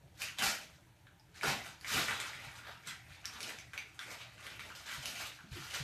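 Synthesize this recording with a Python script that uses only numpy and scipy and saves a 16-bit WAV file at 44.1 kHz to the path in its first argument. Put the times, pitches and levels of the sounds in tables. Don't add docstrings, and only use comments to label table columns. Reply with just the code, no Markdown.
import sys
import numpy as np
from scipy import signal
from scipy.fft import rfft, irfft, next_fast_len
from scipy.io import wavfile
from scipy.ndimage import uniform_filter1d, map_coordinates

SR = 44100
rng = np.random.default_rng(int(sys.argv[2]) if len(sys.argv) > 2 else 0)


def unload_audio(sound):
    columns = np.transpose(np.atleast_2d(sound))
    steps = np.round(np.clip(columns, -1, 1) * 32767)
    wavfile.write(sys.argv[1], SR, steps.astype(np.int16))


N = 257103
TIME = np.arange(N) / SR


def undb(db):
    return 10 ** (np.asarray(db) / 20)


def unit(x):
    return x / np.sqrt(np.mean(x ** 2))


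def along_hz(hz, points):
    f, value = np.transpose(points)
    return np.interp(np.log(np.maximum(hz, 1)), np.log(f), value)


def colour(x, points):
    size = next_fast_len(len(x) + 4096)
    gain = undb(along_hz(np.fft.rfftfreq(size, 1 / SR), points))
    return irfft(rfft(x, size) * gain, size)[:len(x)]


def band(x, lo_hz, hi_hz, order=3):
    edges = [lo_hz, min(hi_hz, .48 * SR)]
    return signal.sosfilt(signal.butter(order, edges, "bandpass", fs=SR, output="sos"), x)


def fade(t, t60):
    return np.exp(-np.log(1000) * t / t60)


def place(times, sounds):
    index = (np.asarray(times) * SR).astype(int)[:, None] + np.arange(sounds.shape[1])
    return np.bincount(index.ravel(), sounds.ravel(), N)[:N]


def walk(rate):
    hold = int(SR / rate)
    steps = np.repeat(rng.standard_normal(N // hold + 1), hold)
    smooth = uniform_filter1d(uniform_filter1d(steps, hold), hold)
    return unit(smooth[:N])


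def rustle():
    crinkle_db, flap_db, fizz_db = play()
    surge_db = 3.2 * np.tanh(walk(90))
    flap = creases(crinkle_db + flap_db, 150.7, 990, t60=0.041, spread_db=3.5,
                   thinning=.25, patchy_db=10.5, count=6000, size=1200)
    crinkle = creases(crinkle_db, 953, 4624, t60=0.0072, spread_db=3.8,
                      thinning=.33, patchy_db=11, count=17000, size=340)
    fizz = creases(crinkle_db + fizz_db, 4270, 16600, t60=0.001, spread_db=5.5,
                   thinning=.25, patchy_db=4, count=40000, size=80)
    crackle = undb(-0.56) * crinkle + undb(-0.7) * fizz
    return undb(-1.54) * flap + undb(surge_db) * crackle


# (f/Hz, relative level/dB)
PAPER_COLOUR = [(88, -47), (150, -4.5), (273, -9), (318, -11.5), (545, -10.5), (772, -5), (850, -7),
                (1380, 2.5), (1700, -0.5), (2450, 2), (6300, -12.5), (10400, -22.5), (12600, -20.5),
                (15000, -32)]


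def creases(level_db, lo_hz, hi_hz, t60, spread_db, thinning, patchy_db, count, size):
    when, pitch, phase, luck, force = rng.random((count, 5)).T
    times, hz = when * TIME[-1], lo_hz + pitch * (hi_hz - lo_hz)
    share = undb(thinning * (np.interp(times, TIME, level_db) - level_db.max()))
    buckles = luck < share
    strength = undb(spread_db * np.minimum(-np.log(force), 3.5)) * buckles / np.sqrt(share)
    patches_per_s, pitches_per_octave = 11, 4.5
    patches = rng.standard_normal((80, 32))
    where = [times * patches_per_s, np.log2(hz / lo_hz) * pitches_per_octave]
    favour = map_coordinates(patches, where, order=1)
    strength = strength * undb(patchy_db * (1 - 0.9 * share) * np.tanh(favour))
    t = np.arange(size) / SR
    rings = np.sin(2 * np.pi * (hz[:, None] * t + phase[:, None])) * fade(t, t60)
    swarm = colour(band(place(times, rings * strength[:, None]), lo_hz, hi_hz), PAPER_COLOUR)
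    power = uniform_filter1d(swarm ** 2, size=4000)
    return swarm / np.sqrt(power + 0.084 * power.mean()) * undb(level_db)


BUILD_UP_DB = 20
SETTLE_DB_PER_S = 177.5
LINGER_DB, LINGER_DB_PER_S = -17, 79
REST_DB = (-80, -71.5, -83)
SCUFFLE_S, SCUFFLE_DB = 1.9, (-67, -71.5, -71.5)
# (t/s at full force, crinkle level/dB before the mix, build-up t/s,
# hold t/s, flapping of the whole sheet relative level/dB, fine fizz relative level/dB)
POUNCES = [(0.005, -86.5, .02, 0.065, 18.5, -19), (0.215, -45, 0.054, 0.011, -10.5, -1.5),
           (0.388, -35, 0.012, 0.0072, -7, -7.5), (0.43, -35.5, 0.013, .02, -3.5, -0.5),
           (0.596, -59, .05, 0.025, -3.5, -3.5), (1.357, -53, 0.021, 0.012, -11, -4),
           (1.438, -35, 0.026, 0.012, -3.5, -7), (1.473, -39.5, 0.042, 0.0087, 2.5, -3.5),
           (1.65, -49.5, 0.076, 0.009, -5, -4.5), (1.88, -45.5, 0.067, 0.035, -13, -1.5),
           (1.945, -34.5, 0.071, 0.048, -7.5, -3.5), (2.1, -41.5, 0.08, 0.019, -6, -7.5),
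           (2.19, -46.5, 0.078, 0.091, -10, -7), (2.413, -51, 0.18, .05, -6.5, -9),
           (2.54, -51.5, 0.02, 0.018, -13, -6.5), (2.66, -48.5, 0.093, 0.0082, -10, -13),
           (2.873, -45.5, 0.036, 0.0054, -11.5, -7.5), (3.085, -57, 0.048, 0.073, -11.5, -9),
           (3.244, -52.5, 0.023, 0.12, -11, -8), (3.434, -48.5, 0.14, 0.054, -4, -4),
           (3.734, -55.5, 0.011, 0.024, -4.5, -9), (4.012, -50, .02, 0.018, -24, -9.5),
           (4.093, -51, 0.11, 0.026, -2.5, -3.5), (4.212, -50.5, 0.058, 0.0058, -14, -11),
           (4.455, -51, 0.15, .06, -8, -8.5), (4.596, -49, 0.017, .01, -10.5, -7.5),
           (4.656, -62, 0.033, 0.038, 3.5, -3.5), (4.753, -51, .035, 0.0042, -9.5, -3.5),
           (4.866, -47.5, 0.043, 0.091, -12, -6), (5.039, -48, 0.056, 0.078, -8, -2.5),
           (5.202, -41.5, 0.095, 0.013, -9.5, -5), (5.521, -52, 0.029, 0.22, -9.5, -3.5),
           (5.753, -42.5, 0.09, 0.011, -9.5, -3.5)]


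def play():
    power = undb(REST_DB)[:, None] ** 2 + undb(SCUFFLE_DB)[:, None] ** 2 * (TIME > SCUFFLE_S)
    for s, db, build_up_s, hold_s, flap_db, fizz_db in POUNCES:
        early, late = np.maximum(s - TIME, 0), np.maximum(TIME - s - hold_s, 0)
        release = undb(-SETTLE_DB_PER_S * late) + undb(LINGER_DB - LINGER_DB_PER_S * late)
        force = undb(db - BUILD_UP_DB * early / build_up_s) * release / (1 + undb(LINGER_DB))
        power = power + np.array([force, force * undb(flap_db), force * undb(fizz_db)]) ** 2
    crinkle, flap, fizz = 10 * np.log10(power)
    return crinkle, flap - crinkle, fizz - crinkle


BEAM_DB, BEAM_DB_PER_OCTAVE, BEAM_HZ = 0.5, 4, 2200
# (t/s, level/dB before the mix, facet pitch f/Hz,
# rattle of the paper round it relative level/dB, sharp crack relative level/dB)
STIFF_CREASES = [(0.2186, -32, 2600, -27.5, -8), (0.242, -41, 2670, -14, -18), (.286, -39, 2740, -25, -20),
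                 (.386, -36.5, 3640, -8, -4.5), (0.4222, -29, 2780, -4, -11),
                 (1.069, -54.5, 1626, -4, -30.5), (1.197, -62, 5030, -14, -12),
                 (1.411, -38.5, 2340, -8, -14), (1.433, -23.5, 1460, -16, -14),
                 (1.811, -54.5, 4700, -5, -4), (1.8458, -36.5, 2190, -4, -28),
                 (1.978, -28.5, 1380, -5, -22), (2.0838, -32.5, 1300, 2.5, -25), (2.109, -37, 1400, 2, -10),
                 (2.141, -38, 1320, -4, -19), (2.201, -39.5, 2200, 0, 1.5),
                 (2.333, -37.5, 2100, -20, -23.5), (2.682, -41, 706, -6, -33),
                 (2.872, -40, 1330, -13, -0.5), (3.2433, -47, 2650, -3, -15),
                 (3.2553, -41, 5480, -11.5, -1.5), (3.4053, -41.5, 2380, -11, -1),
                 (3.43, -45, 4440, -18, 3.5), (3.587, -50.5, 2290, 2.5, 3), (3.734, -45.5, 1530, 1, -6),
                 (3.7773, -30.5, 2316, -9, -12.5), (3.9908, -38.5, 1420, -5, -22),
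                 (3.992, -39.5, 3400, -20, -9.5), (4.3801, -48, 1700, -4, -28),
                 (4.467, -48, 3280, 4.5, -2.5), (4.5944, -41, 1950, 1, -11), (4.7023, -40, 1440, -19, -25),
                 (5.057, -38, 2850, -9.5, 0), (5.389, -45.5, 1550, -11, -47),
                 (5.758, -38.5, 2550, -10, -14)]


def snaps(ring_t60=0.0059, crack_t60=0.0064, size=800):
    s, db, hz, rattle_db, crack_db = np.vstack([STIFF_CREASES, stray_snaps()]).T[:, :, None]
    t = np.arange(size) / SR
    span = .004 * SR

    def even(rows):
        return rows * np.sqrt(span / np.sum(rows ** 2, axis=1, keepdims=True))

    burst = rng.standard_normal((len(s), size)) * fade(t, crack_t60)
    soft_start = (1 - np.exp(-t * hz)) ** 2
    ring = even(np.sin(2 * np.pi * hz * t) * fade(t, ring_t60) * soft_start)
    rattle = even(band(burst, 1170, 2730, order=2))
    crack = even(band(band(burst, 5120, 13800), 3200, 3930, order=1))
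    sounds = undb(db) * (undb(-2.5) * ring + undb(rattle_db) * rattle + undb(crack_db) * crack)
    beam_db = BEAM_DB + BEAM_DB_PER_OCTAVE * np.log2(hz / BEAM_HZ)
    return place(s[:, 0], sounds * undb(beam_db)), place(s[:, 0], sounds)


def stray_snaps(over_db=5, scatter_db=2, lo_hz=1300, hi_hz=2900, rattle_db=-5, crack_db=-9,
                ceiling_db=-44, count=24):
    when, pitch, force = rng.random((count, 3)).T
    s = SCUFFLE_S + when * (TIME[-1] - SCUFFLE_S)
    lively_db = np.interp(s, TIME, play()[0])
    db = np.minimum(lively_db + over_db, ceiling_db) + scatter_db * (2 * force - 1)
    hz = lo_hz * (hi_hz / lo_hz) ** pitch
    return np.c_[s, db, hz, np.full(count, rattle_db), np.full(count, crack_db)]


# (t/s, level/dB before onset, fade and mix, pitch f/Hz)
KNOCKS = [(0.04, -54, 124), (0.427, -47, 160), (0.463, -44, 74.5), (1.476, -38, 139), (1.513, -38, 226),
          (1.947, -37.5, 250), (1.955, -37.5, 105), (1.972, -37, 323), (2.351, -50, 124), (2.468, -47, 122),
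          (3.104, -48, 103), (4.979, -44, 121), (5.072, -54, 76.6), (5.439, -45, 204), (5.515, -36.5, 97),
          (5.558, -42.5, 330), (5.594, -46, 143), (5.801, -37.5, 138)]


def thumps(contact_s=0.0013, t60=0.058, size=8000):
    s, db, hz = np.transpose(KNOCKS)[:, :, None]
    t = np.arange(size) / SR
    push = 1 - np.exp(-t / contact_s)
    return place(s[:, 0], undb(db) * np.sin(2 * np.pi * hz * t) * push * fade(t, t60))


def padding(db=-62, follow=0.16):
    crinkle_db = play()[0]
    lively_db = uniform_filter1d(crinkle_db, size=8000) - crinkle_db.max()
    steps_db = 4 * np.tanh(walk(14))
    murmur = unit(band(rng.standard_normal(N), 62.5, 116.6))
    return murmur * undb(db + follow * lively_db + steps_db)


# (f/Hz, time to lose 60 dB t/s)
ROOM_DECAY = [(125, 0.27), (500, 0.23), (2000, 0.35), (6000, 0.25), (14000, 0.19)]


def echoes(x, first_echo_s=0.0011, treble_db=3.5, count=5):
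    t = np.arange(SR // 2) / SR
    hz = np.fft.rfftfreq(len(t), 1 / SR)
    centres = [f for f, _ in ROOM_DECAY]
    spot = np.repeat(rng.integers(count, size=N // 256 + 1), 256)[:N]
    wet = 0
    for k in range(count):
        noise = rfft(rng.standard_normal(len(t)))
        tail = 0
        for pick, (_, t60) in zip(np.eye(len(centres)), ROOM_DECAY):
            part = irfft(noise * along_hz(hz, np.c_[centres, pick]), len(t))
            tail = tail + part * fade(t, t60)
        tail = tail * (t > first_echo_s)
        here = uniform_filter1d(1. * (spot == k), size=128)
        from_spot = x * np.sin(np.pi / 2 * here)
        wet = wet + signal.fftconvolve(from_spot, tail / np.linalg.norm(tail))[:N]
    return colour(wet, [(3000, 0.029), (8000, treble_db)])


AIR_DB = -66
HUM_HZ, HUM_DB = 117.7, -70
# (f/Hz, relative level/dB)
AIR_COLOUR = [(15, -58), (25, -12), (75, -0.5), (181, -0.5), (231, -25.5), (301, -5.5), (588, -34),
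              (1670, -17.5), (1860, -20), (4620, -27.5), (5010, -63), (5420, -28.5), (15000, -33.5)]


def background():
    air = unit(colour(rng.standard_normal(N), AIR_COLOUR)) * undb(AIR_DB + .5 * walk(4.17))
    hum = unit(band(rng.standard_normal(N), HUM_HZ - 4, HUM_HZ + 4, order=2)) * undb(HUM_DB)
    return air + hum


def scene():
    swarm, knocks = rustle(), thumps()
    beamed, scattered = snaps()
    paper = undb(-4.5) * (swarm + beamed) + undb(-1.87) * echoes(swarm + scattered, count=4)
    boards = undb(-1.5) * knocks + undb(2.0) * echoes(knocks, count=1) + padding()
    return (paper + boards + background())[None]


def record(dry):
    thinned = signal.sosfilt(signal.butter(2, 32, "highpass", fs=SR, output="sos"), dry)
    top_hz = 14400
    return signal.sosfilt(signal.ellip(8, .2, 70, top_hz, fs=SR, output="sos"), thinned)


dry = scene()
out = record(dry)
unload_audio(out)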